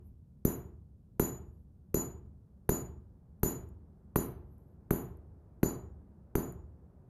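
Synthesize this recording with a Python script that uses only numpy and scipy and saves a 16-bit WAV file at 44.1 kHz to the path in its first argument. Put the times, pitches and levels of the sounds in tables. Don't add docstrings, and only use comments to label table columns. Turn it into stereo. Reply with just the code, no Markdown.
import sys
import numpy as np
from scipy import signal
from scipy.fft import rfft, irfft, next_fast_len
from scipy.io import wavfile
from scipy.ndimage import map_coordinates

SR = 44100
rng = np.random.default_rng(int(sys.argv[2]) if len(sys.argv) > 2 else 0)


def digitize_waveform(pressure):
    field = np.atleast_2d(pressure).T
    bounded = np.clip(field, -1, 1)
    quanta = np.round(bounded * 32767).astype(np.int16)
    wavfile.write(sys.argv[1], SR, quanta)


N = 312669
T = np.arange(SR) / SR

# frequency_hz, density_db
RUMBLE_SPECTRUM = [(20, -14), (40, -6.5), (70, 0.5), (120, -2), (200, -5), (300, -23.5), (500, -30),
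                   (1000, -67.5)]
RUSH_SPECTRUM = [(150, -2.5), (350, 6), (800, -5), (1500, -15.5), (2200, -28), (3200, -41), (8000, -55)]
HISS_SPECTRUM = [(1000, -2), (8000, -2.5), (11500, -0.5), (15000, -3)]
# frequency_hz, correlation
COHERENCE = [(50, 0.93), (300, .82), (700, .45), (1500, 0.058), (6000, 0.048)]
# start_s, crack_db, ring_db, ping_decay_factor, sizzle_db
BLOWS = [(-0.31, -26.5, -44, .9, -30), (0.4495, -32.5, -42.5, 0.86, -34.5), (1.1956, -21, -41, 1, -33),
         (1.942, -26.5, -36.5, 0.89, -35), (2.6909, -19, -39, 0.93, -35.5), (3.431, -22.5, -39.5, 0.9, -33),
         (4.158, -17, -44, 0.56, -36), (4.9063, -23, -53, 0.82, -36.5), (5.63, -17.5, -42, 0.89, -40.5),
         (6.3525, -22, -48, 0.93, -39.5)]
# pitch_hz, level_db, base_t60_s
PING_MODES = [(6951, 0, .23), (6751, -23, .23), (6990, -17, .19)]
# pitch_hz, level_db, t60_s
SIDE_MODES = [(6197, 2.5, 0.23), (6160, -5, .19), (6095, -11, .15), (7570, -13, .16), (8075, -16, 0.11),
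              (8620, -18, 0.1)]
LOW_MODES = [(3962, -3, .23), (4060, -7, .22), (4597, 3, .2), (5400, -12, .17), (5785, -6, .18)]
HIGH_MODES = [(10480, -5, .17), (11510, -3, .18), (11570, -1, .18), (11650, 0, .18), (12630, -5, .16),
              (12790, -4, .16), (13440, -5, .16), (13940, -7, .16)]
TOP_MODES = [(12950, -4, .17), (12988, 0, .18), (13020, -3, .18), (13080, -6, .16)]
# frequency_hz, density_db
SIZZLE_LEFT = [(2000, -40.5), (4000, -23), (5200, -28), (6700, -17.5), (8400, -41), (9800, -36),
               (10600, -18.5), (12200, -24), (13000, -10), (13500, -13.5), (14400, -11.5), (15000, -29.5)]
SIZZLE_RIGHT = [(2000, -44.5), (4000, -22), (5200, -36.5), (6700, -16), (8500, -35.5), (9400, -12.5),
                (10000, -12.5), (10500, -0.5), (11100, -4), (11600, 4), (12200, -5), (12950, -1),
                (14400, -9), (15000, -34)]
# frequency_hz, t60_s
SHED_DECAY = [(40, 0.52), (80, 0.6), (150, 0.5), (350, 0.6), (1000, 0.49), (2500, 0.41), (6000, 0.51)]
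# frequency_hz, density_db
LOW_TAIL = [(20, -12.5), (45, -8), (75, -5), (100, -8.5), (140, 8.5), (240, -6.5), (380, 0.5), (470, -3.5),
            (600, -29), (1200, -64.5)]
MID_TAIL = [(250, -28), (550, 0.5), (850, 2), (1150, 0), (2000, -10), (3000, -17), (4200, -32),
            (5200, -37.5), (8000, -56)]
BOOM_SPECTRUM = [(20, -24.5), (50, 5), (74, 8), (98, 0.5), (125, -7.5), (220, -8.5), (400, -25), (900, -66)]
# pitch_hz, level_db, t60_s
SHED_MODES = [(73, -5, 2.0), (124, -2, .65), (148, -3, .42), (174, -2, .42), (200, 1, .4), (237, 2, .42),
              (271, 3, .38), (316, 2, .4), (358, 3, .42), (394, 1, .42), (617, -15, .45), (848, -16, .45),
              (1049, -17, .45)]
# start_s, length_s, level_db
ROD_SLIDES = [(0, 0.15, -85), (1.42, 0.24, -86), (4.347, 0.42, -87)]
# pitch_hz, level_db, t60_s
STAND_MODES = [(58, -12.5, 0.05), (160.7, -3.5, .018), (230, -4, 0.026), (352, -2.5, 0.024)]
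# delay_s, relative_gain
ECHOES = [(0.014, .22), (0.0203, -0.23), (0.0224, 0.28), (.0264, -.5), (.033, 0.22)]
# start_s, level_db
ROD_TICKS = [(3.3972, -71), (3.6897, -66), (4.582, -67.5), (5.172, -67), (6.524, -47.5)]

RUMBLE_DB, HISS_DB = -57.5, -89.5
RUSH_FAINT_DB, RUSH_FULL_DB, RUSH_SWELL_S = -78.5, -66.5, 5.6
USUAL_CRACK_DB, USUAL_RING_DB, USUAL_SIZZLE_DB = -22.5, -43, -36
THUMP_DB, CLANK_DB, SIDE_DB, LOW_DB = -11.5, -37, -53.5, -60.5
THUMP_GROWS, CLANK_GROWS, LOW_GROWS, TOP_GROWS = 0.053, 0.14, 0.49, 0.93
SIDE_FOLLOWS, LOW_FOLLOWS = 0.56, 0.7
CLANK_BRIGHTENS = 0.55
BAND_LIMIT_HZ = 15865


def amp(db):
    return 10 ** (np.asarray(db) / 20)


def unit(x):
    return x / np.sqrt(np.mean(x ** 2) + 1e-20)


def along(points, hz):
    knots_hz, values = np.transpose(points)
    return np.interp(np.log(hz + 1), np.log(knots_hz + 1), values)


def fade(t60, t=T):
    return np.exp(-np.log(1000) * t / t60)


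def rise(time_constant_s):
    return 1 - np.exp(-T / time_constant_s)


def filtered(x, response):
    n = x.shape[-1]
    m = next_fast_len(n + SR // 4)
    return irfft(rfft(x, m) * response(np.fft.rfftfreq(m, 1 / SR)), m)[..., :n]


def shaped(x, points):
    return filtered(x, lambda hz: amp(along(points, hz)))


def noise(spectrum, size=SR):
    def response(hz):
        angle = np.arccos(np.clip(along(COHERENCE, hz), -1, 1)) / 2
        return amp(along(spectrum, hz)) * [np.cos(angle), np.sin(angle)]
    mid, side = filtered(rng.standard_normal((2, size)), response)
    return unit(np.array([mid + side, mid - side]))


def wobble(rate_hz):
    coarse = map_coordinates(rng.standard_normal(256), [T[::64] * rate_hz], mode="wrap")
    return np.interp(T, T[::64], coarse)


def pan(right_db):
    return amp([[-right_db / 2], [right_db / 2]])


def add(track, start_s, sound):
    start = round(start_s * SR)
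    first, last = max(start, 0), min(start + sound.shape[-1], N)
    track[:, first:last] += sound[..., first - start:last - start]


def outdoors():
    swell = np.sin(np.pi / 2 * np.minimum(np.arange(N) / SR / RUSH_SWELL_S, 1)) ** 2
    rush = amp(RUSH_FAINT_DB + (RUSH_FULL_DB - RUSH_FAINT_DB) * swell) * noise(RUSH_SPECTRUM, N)
    return amp(RUMBLE_DB) * noise(RUMBLE_SPECTRUM, N) + rush + amp(HISS_DB) * noise(HISS_SPECTRUM, N)


def ring(modes, direct, waver_hz, steady, decay_factor=1):
    out = np.zeros((2, SR))
    drift = lambda: wobble(waver_hz) + 1j * wobble(waver_hz)
    for hz, db, t60 in modes:
        age = np.log(1000) * T / (t60 * decay_factor)
        diffuse = steady + 0.31 * drift() + 0.6 * np.array([drift(), drift()])
        envelope = (direct + age ** 1.33 * diffuse) * np.exp(-age) * rise(0.00075)
        phase = rng.random() + rng.normal(0, 0.09, (2, 1))
        spot_db = rng.normal(0, 2.5)
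        out += amp(db + spot_db) * unit(np.real(envelope * np.exp(2j * np.pi * (hz * T + phase))))
    return unit(out) / np.sqrt(20)


def sizzle():
    def colour(hz):
        clumps_db = np.interp(hz, np.arange(200) * 130, rng.normal(0, 4, 200))
        return amp(clumps_db + np.array([along(SIZZLE_LEFT, hz), along(SIZZLE_RIGHT, hz)]))
    return unit(filtered(rng.standard_normal((2, SR)), colour))


def steel():
    out = np.zeros((2, N))
    flash = amp(12) * (fade(0.026) * (1 - np.exp(-(T / 0.0012) ** 2)) + fade(0.23) * rise(0.089))
    for start_s, crack_db, ring_db, decay_factor, sizzle_db in BLOWS:
        square_db, lively_db = crack_db - USUAL_CRACK_DB, ring_db - USUAL_RING_DB
        side_db = SIDE_DB + SIDE_FOLLOWS * lively_db
        low_db = LOW_DB + LOW_FOLLOWS * lively_db + LOW_GROWS * square_db
        top_db = sizzle_db - 14 + TOP_GROWS * square_db
        ping = ring(PING_MODES, direct=0.13, waver_hz=53, steady=0.93, decay_factor=decay_factor)
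        modes = amp(ring_db) * pan(0.67) * ping
        modes += amp(side_db) * pan(-1) * ring(SIDE_MODES, direct=2.6, waver_hz=123, steady=0.27)
        modes += amp(low_db) * pan(-1) * ring(LOW_MODES, direct=0.9, waver_hz=120, steady=0.3)
        modes += amp(sizzle_db - 15) * pan(9.8) * ring(HIGH_MODES, direct=1.7, waver_hz=191, steady=0.2)
        modes += amp(top_db) * pan(21) * ring(TOP_MODES, direct=1.9, waver_hz=130, steady=0.21)
        add(out, start_s + 0.00048, modes + amp(sizzle_db) * flash * sizzle())
    return out


def shed_tail(spectrum, build_s):
    hz, t, bins = signal.stft(noise(spectrum), SR, nperseg=512)
    _, tail = signal.istft(bins * fade(along(SHED_DECAY, hz)[:, None], t), SR, nperseg=512)
    return tail[:, :SR] * rise(build_s)


def shed_resonance():
    phases = lambda: rng.random() + rng.normal(0, 0.046, (2, 1))
    waves = sum(amp(db) * fade(t60) * np.sin(2 * np.pi * (hz * T + phases()))
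                for hz, db, t60 in SHED_MODES)
    boom = amp(-22.5) * noise(BOOM_SPECTRUM) * fade(2.65) * rise(0.018)
    tail = amp(-8.5) * shed_tail(LOW_TAIL, build_s=0.027)
    return (amp(-14.5) * waves * rise(0.0064) + tail + boom) * (1 - T ** 4)


def rod_contact():
    return shaped(sizzle(), [(8000, -18), (10000, -5), (11800, 3.5), (13000, -4)])


def rod_slides():
    out = np.zeros((2, N))
    for start_s, length_s, db in ROD_SLIDES:
        stroke = np.sin(np.pi * np.clip(T / length_s, 0, 1)) * amp(3.34 * wobble(40))
        add(out, start_s, amp(db) * stroke * rod_contact())
    return out


def air_puff():
    gust = shaped(rng.standard_normal((2, SR)), [(30, -3), (120, 1.5), (300, -0.5), (700, -17), (2000, -49)])
    return pan(5.8) * unit(gust * fade(0.017) * rise(0.0022) ** 2)


def crack():
    age = T / 0.00014
    snap = -(age / 2) ** 2 * np.exp(2 - age) * np.sin(2 * np.pi * 920 * T)
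    grit = noise(MID_TAIL) * fade(0.019) * rise(0.00047)
    return amp(1) * snap + amp(-6.5) * grit


def clank(shared_tail, sizzle_db):
    treble_db = CLANK_BRIGHTENS * (sizzle_db - USUAL_SIZZLE_DB)
    tail = 0.7 * shared_tail + 0.52 * shed_tail(MID_TAIL, build_s=0.049)
    return shaped(tail, [(1200, 0.001), (2800, treble_db)])


def stand_thump():
    modes = sum(amp(db) * fade(t60) * np.sin(2 * np.pi * hz * T) for hz, db, t60 in STAND_MODES)
    return modes * rise(0.00096)


def impacts():
    out = np.zeros((2, N))
    thump, resonance = stand_thump(), shed_resonance()
    shared_tail = shed_tail(MID_TAIL, build_s=0.031)
    for start_s, crack_db, _, _, sizzle_db in BLOWS:
        square_db = crack_db - USUAL_CRACK_DB
        thump_db, clank_db = THUMP_DB + THUMP_GROWS * square_db, CLANK_DB + CLANK_GROWS * square_db
        add(out, start_s + 0.0011, amp(crack_db) * crack())
        add(out, start_s + 0.0025, amp(clank_db) * clank(shared_tail, sizzle_db))
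        add(out, start_s, amp(thump_db - 34) * air_puff())
        add(out, start_s + 0.0035, amp(thump_db) * (thump + amp(-12) * resonance))
        for delay_s, gain in ECHOES:
            add(out, start_s + 0.0035 + delay_s, amp(thump_db - 4.5) * gain * thump)
    return out


def rod_ticks():
    out = np.zeros((2, N))
    envelope = fade(0.0076) + amp(-35) * fade(0.2)
    for start_s, db in ROD_TICKS:
        add(out, start_s, amp(db + 3) * pan(5) * rod_contact() * envelope)
    return out


def scene():
    return impacts() + steel() + rod_ticks() + rod_slides() + outdoors()


def record(dry):
    bass_cut = lambda hz: 1j * hz / (28 + 1j * hz)
    coloured = filtered(dry, lambda hz: bass_cut(hz) * amp(np.interp(hz, [14550, 14950], [0, -11])))
    return filtered(coloured, lambda hz: np.clip((BAND_LIMIT_HZ - hz) / 200, 0, 1))


dry = scene()
out = record(dry)
digitize_waveform(out)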